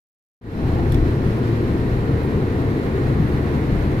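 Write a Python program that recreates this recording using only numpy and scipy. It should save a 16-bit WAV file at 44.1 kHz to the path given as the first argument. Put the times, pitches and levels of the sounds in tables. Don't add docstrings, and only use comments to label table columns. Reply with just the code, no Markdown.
import sys
import numpy as np
from scipy import signal
from scipy.fft import rfft, irfft
from scipy.io import wavfile

SR = 44100
rng = np.random.default_rng(int(sys.argv[2]) if len(sys.argv) > 2 else 0)


def store_pcm(level_fs):
    pcm = np.round(np.clip(level_fs, -1, 1) * 32767).astype(np.int16)
    wavfile.write(sys.argv[1], SR, np.atleast_2d(pcm).T)


N = 176400
T = np.arange(N) / SR
HZ = np.maximum(np.arange(N // 2 + 1) * SR / N, 1)
CUTOFF_HZ = 15600

# frequency in Hz, likeness of the ears 0-1, left's lead in radians.
STEREO_FIELD = [(28, .997, .03), (65, .99, .08), (130, .975, .07), (220, .96, .33), (350, .95, .42),
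                (500, .85, .7), (620, .68, .7), (800, .56, .95), (1000, .29, 1.1), (1300, .47, 2.6),
                (1600, .43, 3.05), (1900, .26, 4.6), (2200, .22, 5.9), (2800, .12, 6.2), (6000, .05, 6.3)]
# frequency in Hz, left minus right in dB.
STEREO_LEAN = [(28, 4), (65, 1.8), (130, 1.7), (220, 3), (350, 1.5), (500, -0.5), (620, 1), (1000, -0.5),
               (1300, -0.8), (1600, -2), (1900, -4), (2200, -1), (2800, 1.5), (4100, -3), (6000, -0.2),
               (8500, .3), (10300, 1.5), (15000, 2)]

# time in seconds, firing rate in Hz.
ENGINE_FIRING = [(0.4, 76), (1.0, 75.8), (1.4, 74.93), (2.0, 74.6), (2.5, 72.37), (3.2, 71.22),
                 (3.6, 73.84), (4.0, 76.5)]
# time in seconds, drone level in dB.
ENGINE_LOAD = [(0.4, -31), (0.75, -25), (1.0, -21), (1.2, -27.5), (1.5, -31), (2.4, -31.5), (3.2, -29.5),
               (4.0, -27)]
# time in seconds, pitch in Hz, level in dB.
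DRIVELINE_HUM = [(0.4, 111, -27), (0.8, 110.5, -27), (1.35, 112.5, -25.5), (1.65, 112.1, -31),
                 (1.9, 110, -25), (2.5, 111, -44), (3.2, 113, -53), (4.0, 113, -25)]

# frequency in Hz, relative spectral density in dB.
SHAKE_COLOUR = [(10, -30), (18, 8), (26, 20.5), (36, -1), (44, 13), (60, 16), (90, -28), (200, -68.5)]
BOOM_COLOUR = [(40, -14), (66, -6), (93, -1), (118, -2.5), (134, 3.5), (148, -6.5), (168, -17), (300, -47)]
ROAR_COLOUR = [(60, -8.5), (140, -2.5), (180, -1), (250, -0.5), (340, -3), (400, -6.5), (460, -6),
               (520, -11), (575, -16.5), (680, -15.5), (820, -19), (1050, -19), (1300, -25), (2500, -34.5),
               (6000, -72)]
WHIRR_COLOUR = [(1300, -25), (1700, 4), (1850, 4), (2150, 3), (2500, -12), (3000, -33)]
RUSH_COLOUR = [(400, -26), (1000, -8), (1400, 1.5), (1900, -1.5), (2300, -6), (2800, -9), (3400, -12),
               (4150, -11), (4700, -17), (5400, -20), (6500, -23), (9000, -27.5), (10300, -25),
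               (11200, -26), (12500, -24), (14000, -30), (15600, -35)]
PILLAR_COLOUR = [(3600, -20), (4700, -1), (5300, 7), (6200, -10), (7500, -22)]
SWELL_COLOUR = [(400, -29), (650, 4), (800, 9.5), (950, -9), (1400, -50.5)]
SIZZLE_COLOUR = [(7000, -25), (10200, -2), (12400, -1), (14000, -9), (15600, -20)]

# time in seconds, gain in dB.
SHAKE_RIDE = [(0.4, -26), (0.75, -31), (0.93, -24.5), (1.2, -26.5), (1.4, -33), (2.0, -28.5), (2.3, -39),
              (2.8, -42), (3.2, -33), (3.55, -40), (3.75, -31), (4.0, -32)]
BOOM_RIDE = [(0.4, -25.5), (0.74, -21.5), (1.1, -24.5), (1.6, -28), (2.3, -21.5), (2.9, -25.5),
             (3.22, -19.5), (3.48, -26.5), (3.72, -21.5), (4.0, -25.5)]
ROAR_RIDE = [(0.4, -22.5), (1.5, -23), (2.3, -22.5), (3.1, -22), (4.0, -22.5)]
WHIRR_RIDE = [(0.4, -67), (1.1, -67), (2.2, -49), (3.3, -47.5), (4.0, -46)]
RUSH_RIDE = [(0.4, 1.5), (0.72, 0.5), (0.9, 0.8), (1.5, 1), (2.2, 0.7), (3.0, 0.8), (4.0, 1.7)]
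PILLAR_RIDE = [(0.4, -64), (1.55, -62), (1.9, -72), (4.0, -79)]

# time in seconds, centre in Hz, gain in dB.
TREAD_RING = [(0.4, 311.5, -35), (1.05, 335, -26.5), (1.6, 345, -30), (2.1, 430.4, -34),
              (2.7, 401.8, -30.5), (3.3, 361.2, -33.5), (4.0, 300.5, -32.5)]
# pitch in Hz, width in Hz, gain in dB.
WHIRR_TONES = [(1400, 50, -52), (1830, 51, -51)]
# start in seconds, gain in dB, cut-off in Hz (lower is softer).
TRIM_CONTACTS = [(0.9203, -43, 13000), (0.9219, -37, 14000), (0.9428, -42, 4500), (0.9446, -36, 5000),
                 (2.255, -57, 15000), (2.848, -58, 15000), (3.428, -57, 15000)]
# pitch in Hz, relative level in dB, seconds to fall 60 dB.
TRIM_MODES = [(3430, 3, 0.026), (4100, -6, .018), (5340, -5, .014), (6800, -13, .012), (10240, -3.5, .026),
              (10800, -7, .02), (12100, -3, .014), (12900, -3, .012), (14300, -9, .008)]
# start in seconds, gain in dB.
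PAVING_BUMPS = [(0.921, -14), (1.262, -16), (1.705, -17.5), (3.199, -7.5), (3.536, -13.5), (3.725, -11.5)]
# pitch in Hz, relative level in dB, seconds to fall 60 dB.
CABIN_MODES = [(74.4, -6, 0.049), (107, -9, 0.054), (146, 1.5, .13)]
# centre in seconds, half-length in seconds, pitch in Hz, level in dB.
BODY_HEAVES = [(0.962, 0.085, 30.84, -22.5), (3.78, .06, 41.4, -24.5)]
# centre in seconds, half-length in seconds, level in dB.
SIZZLE_SWELLS = [(1.38, .03, -62), (2.255, .02, -58.5), (3.298, 0.043, -62), (3.81, .045, -62.5)]


def from_db(db):
    return 10 ** (np.asarray(db) / 20)


def unit_rms(x):
    return x / np.sqrt(np.mean(x ** 2) + 1e-20)


def in_time(rows):
    times, *columns = np.transpose(rows)
    return [np.interp(T, times, column) for column in columns]


def in_frequency(rows):
    hz, *columns = np.transpose(rows)
    return [np.interp(np.log(HZ), np.log(hz), column) for column in columns]


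def drift(rate_hz):
    white = rfft(rng.standard_normal(N))
    return unit_rms(irfft(white / (1 + (HZ / rate_hz) ** 2) ** 2, N))


def hump(centre_s, half_s):
    return np.exp(-.5 * ((T - centre_s) / half_s) ** 2)


def at_ears(left, right):
    lean_db = in_frequency(STEREO_LEAN)[0]
    lead_rad = in_frequency(STEREO_FIELD)[1]
    tilt = from_db(lean_db / 2) * np.exp(.5j * lead_rad)
    return irfft(np.array([left * tilt, right / tilt]), N)


def in_cabin(mono):
    spectrum = rfft(mono)
    return at_ears(spectrum, spectrum)


def cabin_noise(colour, flutter_db, flutter_hz):
    likeness = np.clip(in_frequency(STEREO_FIELD)[0], 0, 1)
    rolloff = np.minimum(1, colour[-1][0] / HZ) ** 2
    magnitude = from_db(in_frequency(colour)[0]) * rolloff
    mid, side = np.exp(2j * np.pi * rng.random((2, len(HZ)))) * magnitude
    mid, side = mid * np.sqrt(1 + likeness), side * np.sqrt(1 - likeness)
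    return unit_rms(at_ears(mid + side, mid - side)) * from_db(flutter_db * drift(flutter_hz))


def noise_bed(colour, ride, flutter_db, flutter_hz):
    return from_db(in_time(ride)[0]) * cabin_noise(colour, flutter_db, flutter_hz)


def drone(hz, level_db, wander, flutter_db):
    phase = 2 * np.pi * np.cumsum(hz * (1 + wander * drift(rate_hz=2.6))) / SR
    gain = from_db(level_db + flutter_db * drift(rate_hz=6.9))
    return in_cabin(np.sqrt(2) * gain * np.sin(phase))


def narrow_ring(hz, width_hz, gain_db):
    phase = 2 * np.pi * np.cumsum(hz * np.ones(N)) / SR
    ring = drift(width_hz) * np.cos(phase) + drift(width_hz) * np.sin(phase)
    return in_cabin(from_db(gain_db) * ring)


def engine():
    firing = drone(in_time(ENGINE_FIRING)[0], in_time(ENGINE_LOAD)[0], wander=0.018, flutter_db=1.05)
    return firing + drone(*in_time(DRIVELINE_HUM), wander=0.017, flutter_db=2.5)


def road():
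    shake = noise_bed(SHAKE_COLOUR, SHAKE_RIDE, flutter_db=1.5, flutter_hz=10)
    boom = noise_bed(BOOM_COLOUR, BOOM_RIDE, flutter_db=0.6, flutter_hz=11)
    roar = noise_bed(ROAR_COLOUR, ROAR_RIDE, flutter_db=0.5, flutter_hz=22)
    return shake + boom + roar


def tread():
    hz, gain_db = in_time(TREAD_RING)
    return narrow_ring(hz, width_hz=94, gain_db=gain_db)


def tyre_whirr():
    notes = sum(narrow_ring(hz, width_hz, db) for hz, width_hz, db in WHIRR_TONES)
    return notes + noise_bed(WHIRR_COLOUR, WHIRR_RIDE, flutter_db=1.3, flutter_hz=14)


def air(rush_db=-41):
    rush = from_db(rush_db) * noise_bed(RUSH_COLOUR, RUSH_RIDE, flutter_db=0.66, flutter_hz=16)
    return rush + noise_bed(PILLAR_COLOUR, PILLAR_RIDE, flutter_db=2.0, flutter_hz=18)


def tyre_swell():
    envelope = from_db(-35) * hump(centre_s=0.747, half_s=0.1)
    return envelope * cabin_noise(SWELL_COLOUR, flutter_db=1.0, flutter_hz=12)


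def trim_rattle(snap_s=0.0005, crack_s=0.01, spread_db=2):
    out, t = np.zeros((2, N)), T[:SR // 8]
    snap = from_db(2) * np.exp(-t / snap_s)
    crack = from_db(-2.5) * np.exp(-t / crack_s)
    for start_s, db, soft_hz in TRIM_CONTACTS:
        click = (snap + crack) * rng.standard_normal((2, len(t)))
        for hz, mode_db, t60 in TRIM_MODES:
            strength = from_db(mode_db + spread_db * rng.standard_normal((2, 1)))
            ring = np.sin(2 * np.pi * (hz * t + rng.random((2, 1))))
            click += strength * from_db(-60 * t / t60) * ring
        soften = signal.butter(1, min(soft_hz, CUTOFF_HZ), fs=SR)
        start = int(start_s * SR)
        out[:, start:start + len(t)] += from_db(db) * signal.lfilter(*soften, click)
    return out


def bumps(attack_s=0.0026):
    thumps = np.zeros(N)
    for start_s, db in PAVING_BUMPS:
        t = np.maximum(T - start_s, 0)
        attack = 1 - np.exp(-t / attack_s)
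        for hz, mode_db, t60 in CABIN_MODES:
            thumps += attack * from_db(db + mode_db - 60 * t / t60) * np.sin(2 * np.pi * hz * t)
    return in_cabin(thumps)


def body_heave():
    heaves = np.zeros(N)
    for centre_s, half_s, hz, db in BODY_HEAVES:
        sub = np.sqrt(2) * np.sin(2 * np.pi * (hz * T + rng.random()))
        heaves += from_db(db) * hump(centre_s, half_s) * sub
    return in_cabin(heaves)


def air_sizzle():
    envelope = sum(from_db(db) * hump(centre_s, half_s) for centre_s, half_s, db in SIZZLE_SWELLS)
    return envelope * cabin_noise(SIZZLE_COLOUR, flutter_db=3.5, flutter_hz=70)


def scene():
    weight = engine() + road() + tyre_swell() + bumps() + body_heave() + tread()
    texture = tyre_whirr() + air() + air_sizzle() + trim_rattle()
    return weight + texture


def record(dry):
    start_s, attack_s, fade_s = 0.41, 0.0055, 0.27
    t, opening_gain = T - start_s, from_db(-25.5)
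    gate = np.clip(t / attack_s, 0, 1)
    rise = np.clip(t / fade_s, 0, 1) ** 1.13
    fade = gate * (opening_gain + (1 - opening_gain) * rise)
    hiss = from_db(-105) * rng.standard_normal((2, N))
    high_cut = signal.ellip(12, .1, 80, CUTOFF_HZ, fs=SR, output="sos")
    return signal.sosfilt(high_cut, dry * fade + hiss)


dry = scene()
out = record(dry)
store_pcm(out)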